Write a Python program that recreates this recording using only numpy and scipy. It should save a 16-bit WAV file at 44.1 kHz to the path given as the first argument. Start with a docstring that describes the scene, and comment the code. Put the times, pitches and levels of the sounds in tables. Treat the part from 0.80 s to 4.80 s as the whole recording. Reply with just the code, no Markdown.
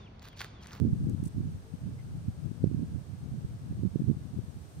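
"""A light breeze tumbles over two microphone ports (its openings) in a garden at night.
Swirls of air, called eddies, give each port its own lumpy rumble and flurries of dull thumps.
A toad leaps from dead leaves and brushes through the grass: one dry tick and one short rustle.
Behind it lie a faint rising tone, one small peep, a far murmur of open air and a steady thin hiss."""
import sys
import numpy as np
from scipy import signal
from scipy.fft import rfft, irfft
from scipy.io import wavfile
from scipy.ndimage import uniform_filter1d

SR = 44100
rng = np.random.default_rng(int(sys.argv[2]) if len(sys.argv) > 2 else 0)


def wrap_up_sound(samples):
    """Save the sound to the file named by the first command line argument, as 16-bit audio."""
    columns = np.atleast_2d(samples).T
    # keep every value between -1 and 1, then stretch to whole-number steps
    tamed = np.clip(columns, -1, 1)
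    steps = np.round(tamed * 32767).astype(np.int16)
    wavfile.write(sys.argv[1], SR, steps)


N = 176400

# How hard the breeze blows at each port. Each row: time in seconds, strength in dB.
LEFT_STRENGTH = [(0.0, -53), (0.02, -45), (0.07, -29.5), (0.19, -32.5), (0.27, -28), (0.34, -30),
                 (0.37, -34.5), (0.49, -40.5), (0.53, -45), (0.56, -37), (0.76, -37.5), (0.82, -52),
                 (0.89, -48.5), (0.95, -38), (0.98, -57), (1.02, -42.5), (1.29, -40.5), (1.37, -35),
                 (1.46, -46.5), (1.49, -33), (1.54, -45.5), (1.66, -30), (1.76, -40.5), (1.83, -32.5),
                 (1.86, -39.5), (2.09, -38), (2.26, -56), (2.39, -47), (2.42, -38.5), (2.47, -34.5),
                 (2.57, -47), (2.59, -38.5), (2.76, -39), (2.79, -57), (2.82, -40), (2.98, -35),
                 (3.07, -50), (3.18, -52), (3.2, -28), (3.22, -42), (3.51, -40.5), (3.54, -67), (3.56, -36),
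                 (3.59, -28.5), (3.63, -47), (3.69, -38), (3.8, -51.5), (3.89, -59), (3.99, -42.5)]
RIGHT_STRENGTH = [(0.0, -26.5), (0.02, -22.5), (0.07, -26), (0.12, -32.5), (0.16, -43), (0.21, -29.5),
                  (0.34, -38.5), (0.38, -52), (0.41, -39.5), (0.47, -31.5), (0.5, -52), (0.54, -47),
                  (0.57, -28), (0.67, -36.5), (0.75, -40), (0.91, -58.5), (1.06, -31.5), (1.22, -46),
                  (1.33, -39), (1.41, -42.5), (1.49, -35), (1.51, -45.5), (1.65, -49), (1.825, -60),
                  (1.85, -34.5), (1.96, -32.5), (1.99, -28.5), (2.04, -28.5), (2.06, -46), (2.16, -31),
                  (2.25, -45.5), (2.32, -34.5), (2.39, -44), (2.42, -41), (2.48, -60), (2.52, -33.5),
                  (2.59, -35.5), (2.61, -58), (2.65, -31.5), (2.68, -77), (2.71, -40.5), (2.88, -45.5),
                  (2.9, -38.5), (2.95, -43), (3.06, -26.5), (3.1, -41.5), (3.17, -32), (3.19, -49),
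                  (3.23, -38.5), (3.29, -23), (3.33, -32), (3.38, -52.5), (3.42, -39.5), (3.46, -68),
                  (3.55, -31.5), (3.6, -56), (3.64, -39), (3.69, -76.5), (3.77, -37.5), (3.93, -53.5),
                  (3.99, -37.5)]
# Single strong eddies that hit a port. Each row: time in seconds, peak in dB before the bass is
# thinned, half width in milliseconds, port (0 is left, 1 is right).
STRONG_EDDIES = [(0.027, -12.5, 1.85, 1), (0.051, -16.5, 0.94, 1), (0.077, -14, 1.18, 1),
                 (0.132, -12.5, 1.85, 1), (0.271, -21.5, 1.03, 0), (0.291, -21, 0.99, 0),
                 (0.320, -24.5, 1.1, 0), (0.348, -24.5, 1.26, 0), (0.402, -18.5, 1.7, 1),
                 (0.43, -19.5, 1.08, 1), (0.466, -23, 1.34, 1), (0.548, -25, 1.37, 1),
                 (0.583, -17, 1.54, 1), (0.606, -22.5, 1.06, 1), (0.657, -19.5, 1.6, 1),
                 (0.676, -21.5, 1.7, 1), (0.941, -21, 1.43, 0), (1.484, -16, 1.5, 1),
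                 (1.716, -23.5, 1.05, 0), (1.835, -20, 1.35, 0), (1.842, -15, 1.7, 1),
                 (1.842, -11, 0.71, 1), (1.862, -23, 0.85, 1), (1.873, -15, 1.5, 1),
                 (1.915, -21.5, 0.91, 1), (1.947, -15, 1.23, 1), (1.994, -27.5, 0.78, 1),
                 (2.032, -16.5, 1.43, 1), (2.150, -20, 2, 1), (2.161, -22, 1.18, 1), (2.911, -22, 1.44, 1),
                 (2.926, -29, 0.91, 1), (2.994, -23, 1.37, 1), (3.035, -22, 0.81, 1), (3.052, -14, 1.24, 1),
                 (3.073, -16, 1.56, 1), (3.159, -15, 0.84, 1), (3.205, -23, 1.2, 0), (3.22, -17, 1.06, 1),
                 (3.243, -19.5, 1.35, 1), (3.286, -23.5, 2.5, 1), (3.3, -12.5, 1, 1), (3.314, -16, 0.99, 1),
                 (3.371, -24, 1.5, 0), (3.455, -26, 1.33, 0), (3.591, -24, 0.93, 0)]
# The toad's feet touch leaves and grass.
# Each row: time of the peak in seconds, level in dB, rise time in seconds, fade time in seconds.
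FOOT_TOUCHES = [(0.185, -69, .02, 0.015), (0.440, -50, 0.003, 0.0014), (0.455, -57, 0.005, 0.0042),
                (0.459, -49.5, 0.0051, 0.0038), (0.474, -52, 0.003, 0.002), (0.480, -52, 0.002, 0.0042)]
# The colour of the crisp tick and rustle as each port hears it; the left port rings near 8.3 kHz.
# Each row: frequency in Hz, left and right relative levels in dB.
CRISP_COLOUR = [(1500, -6, -6), (3500, -12.5, -10), (4600, -10, -8), (6400, -2.5, -3), (7350, -5.5, -8),
                (8300, 7, -2), (10000, -2, 3), (11100, -11, -6), (11900, -8, -5), (15500, -15, -10)]
# The path of the rising tone. Each row: time in seconds, pitch in Hz, level in dB.
TONE_PATH = [(0.76, 400, -87), (0.82, 415.6, -86), (0.87, 445.5, -59), (0.911, 463, -58), (0.97, 474, -67),
             (1.02, 493, -90)]
# The tone colour of far open air. Each row: frequency in Hz, relative level in dB.
MURMUR_COLOUR = [(30, -28), (100, -6), (250, 3.5), (450, -1), (570, -4.5), (780, -7), (1000, -11),
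                 (1700, -13.5), (2100, -44), (5000, -44)]
# The tone colour of the hiss. Each row: frequency in Hz, left and right relative levels in dB.
HISS_COLOUR = [(500, 1, -2.5), (1950, 1, -1.5), (4130, -1, -3.5), (6980, -2, -6.5), (6680, -9.5, -11),
               (8600, 3.5, -12.5), (9590, -6.5, -7), (11520, -15, -20.5), (11800, -7, -8.5),
               (16200, -23, -23.5)]
# How the treble of the hiss drifts. Each row: time in seconds, boost in dB.
HISS_TREBLE = [(0, -2), (0.3, 1.5), (0.7, 0.5), (3.6, 1), (3.85, 4), (4, 5)]

EDDY_HZ, EDDY_SLOPE = 131.5, 1.934   # the rumble falls off above the typical eddy rate
FINEST_HZ, FINEST_SLOPE = 308, 3.1   # and steeply above the finest eddies
REFERENCE_DB, OCTAVES_PER_DB = -29, .042   # a breeze stronger than this makes both rates faster
LOW_CUT_HZ, LOW_CUT_SLOPE = 92.4, 3.6   # the microphone thins the bass of the breeze


def breeze_rumble(strength, eddy_speed):
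    """Swirling air at one port: it grows louder and brighter as the breeze speeds up."""
    strength_db = np.interp(seconds(), *np.transpose(strength))
    speed = eddy_speed * 2 ** (OCTAVES_PER_DB * (strength_db - REFERENCE_DB))
    noise_spectrum = rfft(rng.standard_normal(N))
    rumble = 0
    for hz in 16 * 2 ** (np.arange(20) / 3):   # three bands to an octave
        band_shape = np.maximum(1 - 3 * np.abs(np.log2(bin_hz() / hz)), 0)
        band = irfft(noise_spectrum * band_shape, N)
        gain = roll_off(hz / (EDDY_HZ * speed), EDDY_SLOPE)
        gain *= roll_off(hz / (FINEST_HZ * speed), FINEST_SLOPE)
        rumble += band * gain * roll_off(LOW_CUT_HZ / hz, LOW_CUT_SLOPE)
    # Even out chance swells, so that the loudness follows the breeze's strength.
    span = int(0.059 * SR)
    power = uniform_filter1d(uniform_filter1d(rumble ** 2, span), span // 2)
    even_rumble = rms_one(rumble / np.sqrt(power + 1e-20))
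    return from_db(strength_db + 0.5) * even_rumble


def breeze_thumps():
    """Each strong eddy is one smooth push and pull of pressure, with its deep bass thinned."""
    pressure = np.zeros((2, N))
    for time_s, db, half_width_ms, port in STRONG_EDDIES:
        offset = (seconds() - time_s) / (half_width_ms / 1000)
        pressure[int(port)] -= from_db(db) * offset * np.exp((1 - offset ** 2) / 2)
    return irfft(rfft(pressure) * roll_off(LOW_CUT_HZ / bin_hz(), LOW_CUT_SLOPE), N)


def toad_snap(start_s=.2971, peak_db=-37.5, tearing_db=-14, fade_s=.0014):
    """One dry crack as the toad pushes off, then a brief tearing of fibres."""
    age = seconds() - start_s
    fade = (age >= 0) * np.exp(-np.abs(age) / fade_s)
    burst = from_db(tearing_db) * fade * rng.standard_normal((2, N))
    burst[:, int(start_s * SR)] = 1   # the crack itself
    tick = heard_at_ports(burst)
    return from_db(peak_db) * tick / np.abs(tick).max()


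def toad_rustle(crackles_per_s=13000, spread_db=2):
    """Every touch of a foot swells and dies as a shower of tiny crackles in the dry leaves."""
    t = seconds()
    pressure = sum(from_db(db) * np.exp(-np.maximum((peak_s - t) / rise_s, (t - peak_s) / fade_s))
                   for peak_s, db, rise_s, fade_s in FOOT_TOUCHES)
    sizes = from_db(spread_db * rng.standard_normal((2, N)))
    signs = rng.choice([-1, 1], (2, N))
    crackling = rng.random((2, N)) < crackles_per_s / SR
    return pressure * heard_at_ports(sizes * signs * crackling)


def heard_at_ports(sound, right_db=-5.5):
    """Colour the tick or rustle as each port hears it: the left port rings, the right is quieter."""
    colour = np.array(CRISP_COLOUR)
    left = coloured(sound[0], colour[:, [0, 1]])
    right = coloured(sound[1], colour[:, [0, 2]])
    return np.array([left, from_db(right_db) * right])


def far_tone():
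    """A soft tone slides upward in the distance."""
    times, hz, db = np.transpose(TONE_PATH)
    phase = 2 * np.pi * np.cumsum(np.interp(seconds(), times, hz)) / SR
    loudness = np.interp(seconds(), times, from_db(db), left=0, right=0)
    return from_the_left(loudness * np.sin(phase))


def far_peep(time_s=1.197, width_s=0.013, pitch_hz=2070, blur_hz=85, level_db=-64.5):
    """One faint, blurred peep far away: a narrow band of noise swells and fades."""
    band_shape = roll_off(np.abs(bin_hz() - pitch_hz) / blur_hz, 1.6)
    tone = irfft(rfft(rng.standard_normal((2, N))) * band_shape, N)
    swell = np.exp(-((seconds() - time_s) / width_s) ** 2 / 2)
    return from_db(level_db) * rms_one(tone) * swell


def far_murmur(level_db=-58, shared_part=.45):
    """Open air murmurs dully in the distance, partly alike at both ports."""
    shared = np.sqrt(shared_part) * from_the_left(rng.standard_normal(N))
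    separate = np.sqrt(1 - shared_part) * rng.standard_normal((2, N))
    return from_db(level_db) * coloured(shared + separate, MURMUR_COLOUR)


def thin_hiss(left_db=-64.5, right_db=-65.5, treble_hz=9500):
    """A steady hiss whose treble drifts a little and lifts at the end."""
    colour = np.array(HISS_COLOUR)
    hiss = np.array([from_db(left_db) * coloured(rng.standard_normal(N), colour[:, [0, 1]]),
                     from_db(right_db) * coloured(rng.standard_normal(N), colour[:, [0, 2]])])
    treble = irfft(rfft(hiss) * roll_off(treble_hz / bin_hz(), 2.3), N)
    boost = from_db(np.interp(seconds(), *np.transpose(HISS_TREBLE)))
    return hiss + treble * (boost - 1)


def from_the_left(sound, delay_s=0.00026):
    """A far sound reaches the left port first and the right one a little later."""
    return np.array([sound, np.interp(seconds() - delay_s, seconds(), sound)])


def from_db(db):
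    """Turn decibels into a number to multiply by."""
    return 10 ** (np.asarray(db) / 20)


def rms_one(sound):
    """Scale a sound so that its average power is 1."""
    return sound / np.sqrt(np.mean(sound ** 2) + 1e-20)


def seconds():
    """The time of every sample."""
    return np.arange(N) / SR


def bin_hz():
    """The frequency of every point in a spectrum, at least 1 Hz."""
    return np.maximum(np.arange(N // 2 + 1) * SR / N, 1)


def coloured(sound, colour):
    """Shape a sound by rows of frequency in Hz and level in dB, then set its power to 1."""
    hz, db = np.transpose(colour)
    gain = from_db(np.interp(np.log(bin_hz()), np.log(hz), db))
    return rms_one(irfft(rfft(sound) * gain, N))


def roll_off(ratio, slope):
    """A gain near 1 for small ratios that falls past ratio 1; a bigger slope falls faster."""
    return 1 / np.sqrt(1 + ratio ** (2 * slope))


def scene():
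    """Add up the breeze, the night behind it and the toad's leap."""
    rumble = np.array([breeze_rumble(LEFT_STRENGTH, eddy_speed=1.012),
                       breeze_rumble(RIGHT_STRENGTH, eddy_speed=0.92)])
    night = far_murmur() + thin_hiss() + far_tone() + far_peep()
    return rumble + breeze_thumps() + toad_snap() + toad_rustle() + night


def record(dry):
    """The deepest bass is thinned, and the highest treble is cut steeply."""
    bass_cut = signal.butter(2, 43.2, "high", fs=SR, output="sos")
    treble_cut = signal.ellip(10, .1, 80, 15700, fs=SR, output="sos")
    return signal.sosfilt(treble_cut, signal.sosfilt(bass_cut, dry))


dry = scene()
out = record(dry)
wrap_up_sound(out)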